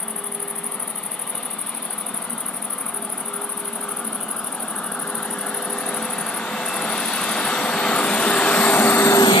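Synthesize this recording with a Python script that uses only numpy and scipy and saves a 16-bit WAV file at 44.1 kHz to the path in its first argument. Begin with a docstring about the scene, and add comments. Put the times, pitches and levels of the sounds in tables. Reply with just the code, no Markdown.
"""A rubber-tyred tram rolls out of a far curve while a bush cricket rasps double chirps in the verge,
dragging a scraper over the teeth of its wing. Tyres rumble and roar on concrete under the hum of motor
and fan. The tram gathers pace, then brakes gently; gear whine comes in spurts and the cricket pauses twice.
A second before the tram arrives the cricket falls silent. Hiss and inverter whistle open up,
and the tram's tones sag in pitch as it draws level, close by."""
import sys
import numpy as np
from scipy import signal
from scipy.fft import rfft, irfft, next_fast_len
from scipy.io import wavfile
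from scipy.ndimage import uniform_filter1d, map_coordinates

SR = 44100
rng = np.random.default_rng(int(sys.argv[2]) if len(sys.argv) > 2 else 0)


def put_to_file(sound):
    """Save the sound as 16-bit audio at rate SR, in the file named by the first command-line argument."""
    columns = np.atleast_2d(sound).T  # one column per channel
    safe = np.clip(columns, -1, 1)
    whole_steps = np.round(safe * 32767)
    wavfile.write(sys.argv[1], SR, whole_steps.astype(np.int16))


N = 414540
TIME = np.arange(N) / SR
ABREAST_S, GAP_M = 9.4, 2.7  # when the tram draws level, and how far away

# The tram's pace: time_s, speed_m_per_s
TRAM_SPEED = [(0, 12), (3.4, 14), (8.3, 10), (9.4, 9.8)]
# Noise colours of body, underfloor, tyre roar, tread, hiss and fan air: pitch_hz, level_db
BODY_COLOUR = [(25, -49), (40, -40), (64, -29.5), (103, -22), (125, -15), (160, -8), (190, 0), (220, 6),
               (245, -0.5), (280, -2), (335, -16), (380, -11), (490, -30), (840, -80)]
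UNDERFLOOR_COLOUR = [(25, -38), (60, -39), (110, -30), (135, -8), (165, -1), (200, 1.5), (235, -3),
                     (280, 5), (335, -5.5), (390, 3), (520, -14), (640, -9), (860, -10), (1100, -34)]
ROAR_COLOUR = [(200, -43), (320, -4.5), (430, -7), (560, -5), (680, 2), (800, 0.5), (920, -1), (1040, -9.5),
               (1400, -34), (2500, -80)]
TREAD_COLOUR = [(600, -40), (900, -4.5), (1050, -2.5), (1180, 2.5), (1400, 0), (1650, -1.5), (2000, -7.5),
                (2600, -17.5), (5000, -55)]
HISS_COLOUR = [(1200, -48), (1750, -0.5), (2100, 2.5), (2600, 1), (3000, 1.5), (3600, 2.5), (4300, -5),
               (5000, -16.5), (8000, -49)]
AIR_COLOUR = [(3000, -26), (4300, -3.5), (5000, 0.5), (5500, 1), (6150, -3), (6700, 2), (8200, 5.5),
              (9200, 7), (9900, 3), (11000, 0), (11900, 5), (12700, -5), (15500, -23)]
# Fader rides on the rolling noise, on top of its rise with nearness: time_s, level_db
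BASS_RIDE = [(0, -1.5), (1.1, -0.5), (2.9, 1.5), (3.5, -1.5), (4.1, 1), (6.6, -0.5), (8, 1), (9, 1)]
MIDDLE_RIDE = [(0, 0), (1.5, 1), (2.7, 0.7), (4, -.3), (5, -0.2), (6.8, -.5), (7.6, 0.4), (8.3, -0.5),
               (9.4, 0)]
TREBLE_RIDE = [(0, -3), (1.8, 2.5), (2.6, -2.5), (3.8, -1), (4.5, -3), (5.8, -0.5), (6.75, 0), (7.1, 3.5),
               (7.7, 0.2), (8.3, 0), (8.75, 2), (9.4, 1)]
# Moving notches in the rolling noise (negative depth lifts): time_s, pitch_hz, depth_db
GROUND_NOTCH = [(0, 1370, 6), (1, 1570, 8.5), (3, 1720, 5), (4.5, 1910, 8), (6.3, 2930, 3.5),
                (8.5, 3350, 1.5), (8.95, 3220, 8), (9.4, 2080, -5)]  # the ground bounce cancels one band
MID_HISS_NOTCH = [(7.8, 6300, -1), (8.45, 6300, 4), (8.85, 5600, 5), (9.4, 5200, 7)]
TOP_HISS_NOTCH = [(8.2, 10200, -2), (8.8, 10600, -1), (9.15, 11000, 6), (9.4, 10100, 18)]
# How alike the tram sounds in both ears: pitch_hz, likeness_ratio
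TRAM_LIKENESS = [(60, 0.53), (130, 1), (300, 0.92), (640, 0.91), (1400, 1), (2500, 0.73), (4000, 0.13),
                 (15000, 0.13)]
# The tram's stereo balance: pitch_hz, left_minus_right_db
TRAM_PAN = [(60, -1), (200, -2.5), (700, -2), (1300, -1.5), (1600, -4.5), (2400, -1.5), (3300, 1.5),
            (4200, 10), (5200, 14), (7000, 7.5), (10500, 2.5), (12000, 11), (14000, 28)]
# Swells of motor hum, roof fan and gear mesh: time_s, level_db
MOTOR_RIDE = [(0.0, -47), (0.17, -42.5), (0.51, -40), (1.33, -56), (2.81, -55), (2.97, -40.5), (3.2, -53),
              (3.28, -40), (4.03, -44), (4.7, -55), (4.95, -42), (5.9, -37.5), (6.23, -45.5), (7.0, -43),
              (7.2, -50), (8.27, -27), (8.67, -30), (8.9, -23.5), (9.09, -19), (9.3, -21.5), (9.4, -31)]
FAN_RIDE = [(0.0, -49.5), (3.48, -52.5), (4.75, -49), (5.2, -45.5), (5.7, -43.5), (6.05, -39), (6.4, -42.5),
            (6.72, -41), (7.1, -47), (7.6, -38), (8.04, -39.5), (8.3, -44), (8.6, -40), (9.0, -44)]
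MESH_RIDE = [(0, -61), (5.1, -59), (5.55, -53), (5.72, -48.5), (6.35, -47.5), (6.6, -41.5), (6.8, -42),
             (7.0, -43.5), (7.2, -39), (7.45, -41), (7.9, -45), (8.25, -40.5), (9.4, -44)]
# Machine tones as heard head-on at 9.8 m/s: pitch_hz, level_db
FAN_TONES = [(501.3, 1.5), (454.4, -6), (218.6, -11.5), (166, -8)]
GEAR_TONES = [(1156, -5), (2048, -10.5), (2880, -7.5), (3099, -11), (3316, -10), (3489, -12), (3596, -18)]
COIL_TONES = [(4492, -0.5), (4637, -12), (4938, -6.5), (5657, -10), (5835, -9.5), (7640, -7.5)]
INVERTER_TONES = [(3610, -5), (4490, -5.5), (5822, -12), (6700, -10.5), (7171, -10), (7610, -2),
                  (8075, -11), (8500, 1)]

# Runs of evenly spaced chirps: first_s, last_s, level_db
CHIRP_RUNS = [(.0068, 2.5448, -3), (2.627, 3.0275, -2.5), (3.1051, 5.6295, -3.5), (5.708, 6.348, -3.5),
              (6.664, 7.453, -4), (7.964, 8.36, -6.5)]
# The chirps drag and hurry: time_s, late_ms
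CHIRP_DRAG = [(0, -1), (.8, 2), (2.0, -2), (2.8, 0.5), (3.1, -2.5), (3.42, 0), (3.97, -1), (4.2, 1.5),
              (4.9, 3), (5.25, -2.5), (6.35, 0.5)]
# A chirp's two wing strokes: peak_s, bite_before_peak_s, swell_s, fade_s, tooth_rate_hz, level_db
WING_STROKES = [(-.0012, .0088, 0.0049, 0.0015, 800, -5.5), (0.0211, .0125, 0.008, 0.0066, 800, -8.5)]
# The scraper jumps coarse teeth at the height of the second stroke: into_chirp_s, level_db
COARSE_TEETH = [(0.021, -6.5), (0.0224, -4.5), (.0251, -2.5), (.0283, -5), (.0325, -12)]
# Colours of the cricket's song: pitch_hz, level_db
WING_COLOUR = [(6500, -43.5), (7800, -34), (8450, -18), (8900, -8), (9400, -2.5), (9850, -4), (10250, 0),
               (10700, -1.5), (11250, -6), (11620, -12.5), (12000, -8.5), (12600, -13.5), (13100, -21),
               (14100, -20), (15000, -24.5), (15600, -29)]  # the ringing membrane
COARSE_COLOUR = [(9500, -0.5), (11000, 1), (12200, -6), (13500, -12)]  # coarse teeth sound duller than fine ones
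SIZZLE_COLOUR = [(8000, 2.5), (11500, -1), (12500, 2), (13500, 5.5), (15500, 5)]  # a bright, high sizzle lingers between the chirps
# Stereo balance of the close song and of its echo from the verge: pitch_hz, left_minus_right_db
WING_PAN = [(8400, 10), (9300, 5.5), (10200, 4), (10800, 1), (12200, -2.5), (15000, -1)]
VERGE_PAN = [(8400, 10), (10200, 6.5), (11200, 3.5), (12500, 0.5)]


def rolling():
    """The body booms, tyres roar on concrete; hiss and fan air open up, and the front wheel sweeps by."""
    body = nearing(-24, lead_m=2.3, reach_m=2.8, fall_db=4, far_db=-44.5) * rush(BODY_COLOUR, -1)
    underfloor = nearing(-20.5, lead_m=.2, reach_m=2.25, fall_db=6) * rush(UNDERFLOOR_COLOUR, .5)
    roar = nearing(-21, lead_m=3, reach_m=7.6, fall_db=6.5, far_db=-43) * rush(ROAR_COLOUR, 1.5)
    tread = nearing(-22, lead_m=5.8, reach_m=4.63, fall_db=4.5, far_db=-41) * rush(TREAD_COLOUR, 1.5)
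    hiss = nearing(-29, lead_m=5.6, reach_m=17.1, fall_db=12, far_db=-49) * rush(HISS_COLOUR, 1.5)
    front_wheel = nearing(-26, lead_m=.1, reach_m=1.45, fall_db=14.5) * rush(HISS_COLOUR, 4.5)
    air = nearing(-29.5, lead_m=3.4, reach_m=9.4, fall_db=8, far_db=-65) * rush(AIR_COLOUR, 3)
    bass = ride(BASS_RIDE) * body
    middle = ride(MIDDLE_RIDE) * (roar + tread)
    treble = ride(TREBLE_RIDE) * (hiss + air)
    return bass + underfloor + middle + treble + front_wheel


def rush(colour, patchy_db):
    """Coloured stereo noise from the tram, with drifting patches and three moving notches."""
    hz, t, (mid, side) = signal.stft(rng.standard_normal((2, N)), SR, nperseg=1024)
    hz = hz[:, None]
    patches = uniform_filter1d(rng.standard_normal(mid.shape), 7, axis=0)
    patches = unit(uniform_filter1d(patches, 12, axis=1))
    cut_db = 0
    for notch, width in (GROUND_NOTCH, .19), (MID_HISS_NOTCH, .066), (TOP_HISS_NOTCH, .065):
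        notch_hz, depth_db = curves(notch, t)
        cut_db += depth_db * np.exp(-(np.log((hz + 1) / notch_hz) / width) ** 2)
    alike = np.clip(along(TRAM_LIKENESS, hz), 0, .999)
    side = side * np.sqrt((1 - alike) / (1 + alike))
    lag_ms, pan_db = bearing(t)
    lead = amp(pan_db / 2) * np.exp(1j * np.pi * hz * lag_ms / 1000)
    pair = np.array([(mid + side) * lead, (mid - side) / lead]) * ears(TRAM_PAN, hz)
    noise = signal.istft(pair * amp(patchy_db * patches - cut_db), nperseg=1024)[1][:, :N]
    noise = filtered(noise, lambda hz: amp(along(colour, hz)))
    return noise / np.std(noise.mean(0))


def motor_and_fan():
    """The motor and the roof fan hum, swelling and fading along the way."""
    motor = ride(MOTOR_RIDE) * tones([(402.3, .4)], scatter=.21, flutter_hz=16, behind_m=-.93)
    fan = ride(FAN_RIDE) * tones(FAN_TONES, scatter=.33, flutter_hz=7.6)
    return motor + fan


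def gears(surges_per_m=.8, surge_db=2, mesh_flicker_db=.7, whine_flicker_db=1.5):
    """The gears whine, and one mesh tone surges in step with the distance rolled."""
    whine = nearing(-40, lead_m=7.8, reach_m=12, fall_db=6, far_db=-50.5)
    whine = whine * tones(GEAR_TONES, scatter=.9, flutter_hz=19)
    surge = np.sin(2 * np.pi * surges_per_m * travel()[1])
    mesh_gain = ride(MESH_RIDE) * amp(surge_db * surge + mesh_flicker_db * wobble(18))
    mesh = mesh_gain * tones([(2648, 0)], scatter=.6, flutter_hz=60)
    return whine * amp(whine_flicker_db * wobble(4.4)) + mesh


def electrics():
    """Coils sing, and the inverter adds whining sidebands and a thin whistle."""
    coils = nearing(-46.5, lead_m=18, reach_m=13.6, fall_db=16, far_db=-66.5)
    coils = coils * tones(COIL_TONES, scatter=1.6, flutter_hz=50)
    sidebands = nearing(-33.5, lead_m=3.7, reach_m=6.5, fall_db=12, far_db=-71)
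    sidebands = sidebands * tones(INVERTER_TONES, scatter=2.1, flutter_hz=80, behind_m=.3)
    whistle = nearing(-33, lead_m=2.8, reach_m=10.6, fall_db=14.5)
    whistle = whistle * tones([(12000, 0)], scatter=.9, flutter_hz=80, behind_m=.3)
    return coils + sidebands + whistle


def tones(lines, scatter, flutter_hz, behind_m=0):
    """Doppler-shifted tones of a machine behind_m back from the nose; scattered paths make them flutter."""
    warped_s = np.cumsum(doppler(behind_m)) / SR
    out = np.zeros((2, N))
    for hz, db in lines:
        shared, apart = (wobble(flutter_hz) + 1j * wobble(flutter_hz) for _ in range(2))
        spread = np.sqrt(np.clip(1 - along(TRAM_LIKENESS, hz), 0, 1))
        paths = 1 + scatter * (shared + spread * np.array([apart, -apart]))
        tone = np.real(paths * np.exp(2j * np.pi * hz * warped_s))
        out += amp(db) * ears(TRAM_PAN, hz)[:, None] * tone / np.std(tone.mean(0))
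    return out


def travel(t=TIME):
    """The tram's speed (m/s) and the track still to go (m) until it draws level."""
    speed = curves(TRAM_SPEED)[0]
    gone = np.cumsum(speed) / SR
    return np.interp(t, TIME, speed), np.interp(ABREAST_S, TIME, gone) - np.interp(t, TIME, gone)


def nearing(peak_db, lead_m, reach_m, fall_db, far_db=None):
    """Gain that peaks lead_m before the tram draws level, fall_db less per doubling beyond reach_m."""
    doublings = np.log2(np.hypot(1, (travel()[1] - lead_m) / reach_m))
    waver_db = .5 * wobble(6)  # moving air
    direct = amp(peak_db - fall_db * doublings + waver_db)
    return direct if far_db is None else np.hypot(direct, amp(far_db))  # over a steady far wash


def doppler(behind_m, sound_m_per_s=343, listed_m_per_s=9.8):
    """Pitch ratio from the part of the speed that points at the listener."""
    speed, to_go = travel()
    away = to_go + behind_m
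    closing_speed = speed * away / np.hypot(away, GAP_M)
    return (sound_m_per_s - listed_m_per_s) / (sound_m_per_s - closing_speed)


def bearing(t, ahead_lag_ms=.048, abreast_lag_ms=.24, ahead_pan_db=2.5):
    """Right-ear lag (ms) and leftward pan (dB) as the tram swings from ahead to alongside."""
    swing = GAP_M ** 2 / (GAP_M ** 2 + travel(t)[1] ** 2)
    return ahead_lag_ms + (abreast_lag_ms - ahead_lag_ms) * swing, ahead_pan_db * (1 - swing)


def cricket(stop_db=-7, stems_db=-10, verge_db=-7, split_hz=9570, left_lag_s=.00056):
    """Tooth strikes ring the wing's low and high modes; stems and the verge scatter the song."""
    chirps = chirp_times()
    ring = irfft(causal(amp(along(WING_COLOUR, np.fft.rfftfreq(1024, 1 / SR)))))
    high = lambda hz: .5 + .5 * np.tanh((hz - split_hz) / 600)
    strikes = fine_teeth(chirps) + coarse_teeth(chirps)
    strikes = filtered(strikes, lambda hz: np.array([1 - high(hz), high(hz)])).sum(0)
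    rasp = signal.fftconvolve(strikes, ring)[:N]
    song = unit(rasp) + amp(stop_db) * unit(wing_stop(chirps))
    direct = filtered(song, lambda hz: np.exp(-2j * np.pi * np.outer([left_lag_s, 0], hz)))
    stems = amp(stems_db) * scattered(song, t60_s=.035)
    close = filtered(direct + stems, lambda hz: ears(WING_PAN, hz))
    verge = scattered(song, t60_s=.23)
    sizzle = filtered(verge, lambda hz: amp(along(SIZZLE_COLOUR, hz)) * ears(VERGE_PAN, hz))
    return amp(-30) * unit(close + amp(verge_db) * sizzle)


def chirp_times(period_s=.0793):
    """The cricket's loose beat, one row a chirp: time_s, level_db."""
    rows = []
    for first, last, db in CHIRP_RUNS:
        count = round((last - first) / period_s) + 1
        rows += [(s, db) for s in np.linspace(first, last, count)]
    s, db = np.transpose(rows)
    return np.column_stack([s + curves(CHIRP_DRAG, s)[0] / 1000, db])


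def fine_teeth(chirps, count=25):
    """Each stroke bites at once and drags the scraper over uneven teeth, swelling and breaking off."""
    strikes = np.zeros((2, N))
    for peak_s, bite_s, swell_s, fade_s, rate_hz, stroke_db in WING_STROKES:
        teeth = np.arange(count) + rng.normal(0, .3, (len(chirps), count))
        pace, force = rng.standard_normal((2, len(chirps), 1))  # no two strokes are alike
        from_peak_s = teeth / rate_hz - bite_s
        envelope = np.exp(-.5 * (from_peak_s / np.where(from_peak_s < 0, swell_s, fade_s)) ** 2)
        tooth_db = chirps[:, 1:] + stroke_db + .71 * force + 1.3 * rng.standard_normal(teeth.shape)
        tooth_s = chirps[:, :1] + peak_s + from_peak_s * np.exp(.12 * pace)
        strikes += strike(tooth_s, envelope * amp(tooth_db))
    return strikes


def coarse_teeth(chirps, slip_s=.0007, jitter_s=.0002, scatter_db=1.8):
    """The coarse teeth give a few separate hard clicks, never quite in the same place."""
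    s, db = np.transpose(COARSE_TEETH)
    jitter, force = rng.standard_normal((2, len(chirps), len(s)))
    slip = rng.standard_normal((len(chirps), 1))
    click_s = chirps[:, :1] + s + slip_s * slip + jitter_s * jitter
    clicks = strike(click_s, amp(chirps[:, 1:] + db + scatter_db * force))
    return filtered(clicks, lambda hz: amp(along(COARSE_COLOUR, hz)))


def strike(s, size, lean_db=2.5):
    """Clicks shared unevenly between the wing's low and high modes."""
    lean = lean_db * rng.standard_normal(s.shape)
    return np.array([impulses(s, size * amp(-lean)), impulses(s, size * amp(lean))])


def wing_stop(chirps, start_hz=10400, end_hz=8700, early_s=.0006, length_s=.0035):
    """As the first stroke brakes, the teeth merge into a short falling tone."""
    progress = np.linspace(0, 1, int(length_s * SR))
    pitch, force = rng.standard_normal((2, len(chirps), 1))
    hz = (start_hz + (end_hz - start_hz) * progress) * (1 + .018 * pitch)
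    envelope = amp(chirps[:, 1:] + 1.1 * force) * np.sin(np.pi * np.sqrt(progress))
    squeak = envelope * np.sin(2 * np.pi * np.cumsum(hz, axis=1) / SR)
    samples = np.round((chirps[:, :1] - early_s) * SR) + np.arange(len(progress))
    return impulses(samples / SR, squeak)


def scattered(x, t60_s):
    """A diffuse stereo tail of about the same energy as x."""
    t = TIME[:SR // 4]
    tail = rng.standard_normal((2, len(t))) * amp(-60 * t / t60_s)
    return signal.fftconvolve(x[None], tail / np.linalg.norm(tail[0]), axes=1)[:, :N]


def amp(db):
    """Decibels to gain."""
    return 10 ** (np.asarray(db) / 20)


def unit(x):
    """Scale to rms 1."""
    return x / np.sqrt(np.mean(x ** 2) + 1e-20)


def along(points, hz):
    """Read (pitch_hz, value) points on a log axis."""
    pitches, values = np.transpose(points)
    return np.interp(np.log(hz + 1), np.log(pitches + 1), values)


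def curves(rows, t=TIME):
    """Each column after the time, read at the times t."""
    s, *columns = np.transpose(rows)
    return [np.interp(t, s, column) for column in columns]


def ride(rows):
    """A fader move: gain from (time_s, level_db) points."""
    return amp(curves(rows)[0])


def wobble(rate_hz):
    """A smooth random curve with rate_hz knots a second."""
    coarse = TIME[::32]
    knots = rng.standard_normal(int(N * rate_hz / SR) + 4)
    return np.interp(TIME, coarse, map_coordinates(knots, [coarse * rate_hz]))


def filtered(x, response):
    """Multiply the spectrum of x by a function of frequency."""
    size = next_fast_len(N + SR // 2)
    return irfft(rfft(x, size) * response(np.fft.rfftfreq(size, 1 / SR)), size)[..., :N]


def causal(gain):
    """The minimum-phase response with this gain: it rings only after the blow."""
    cepstrum = irfft(np.log(np.maximum(gain, 1e-6)))
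    half = len(cepstrum) // 2
    cepstrum[1:half] *= 2
    cepstrum[half + 1:] = 0
    return np.exp(rfft(cepstrum))


def ears(pan, hz):
    """Left and right gains whose mean is 1."""
    gains = amp(np.multiply.outer([.5, -.5], along(pan, hz)))
    return gains / gains.mean(0)


def impulses(s, size):
    """Clicks of the given sizes at the given times."""
    at = np.round(s * SR).astype(int)
    heard = (at >= 0) & (at < N)
    return np.bincount(at[heard], size[heard], N)


def scene():
    """Tram and cricket together."""
    return rolling() + motor_and_fan() + gears() + electrics() + cricket()


def record(dry, self_noise_db=-60, top_hz=15550):
    """The microphones add a faint hiss of their own; everything above top_hz is cut."""
    return filtered(dry + amp(self_noise_db) * rng.standard_normal(dry.shape), lambda hz: hz < top_hz)


dry = scene()
out = record(dry)
put_to_file(out)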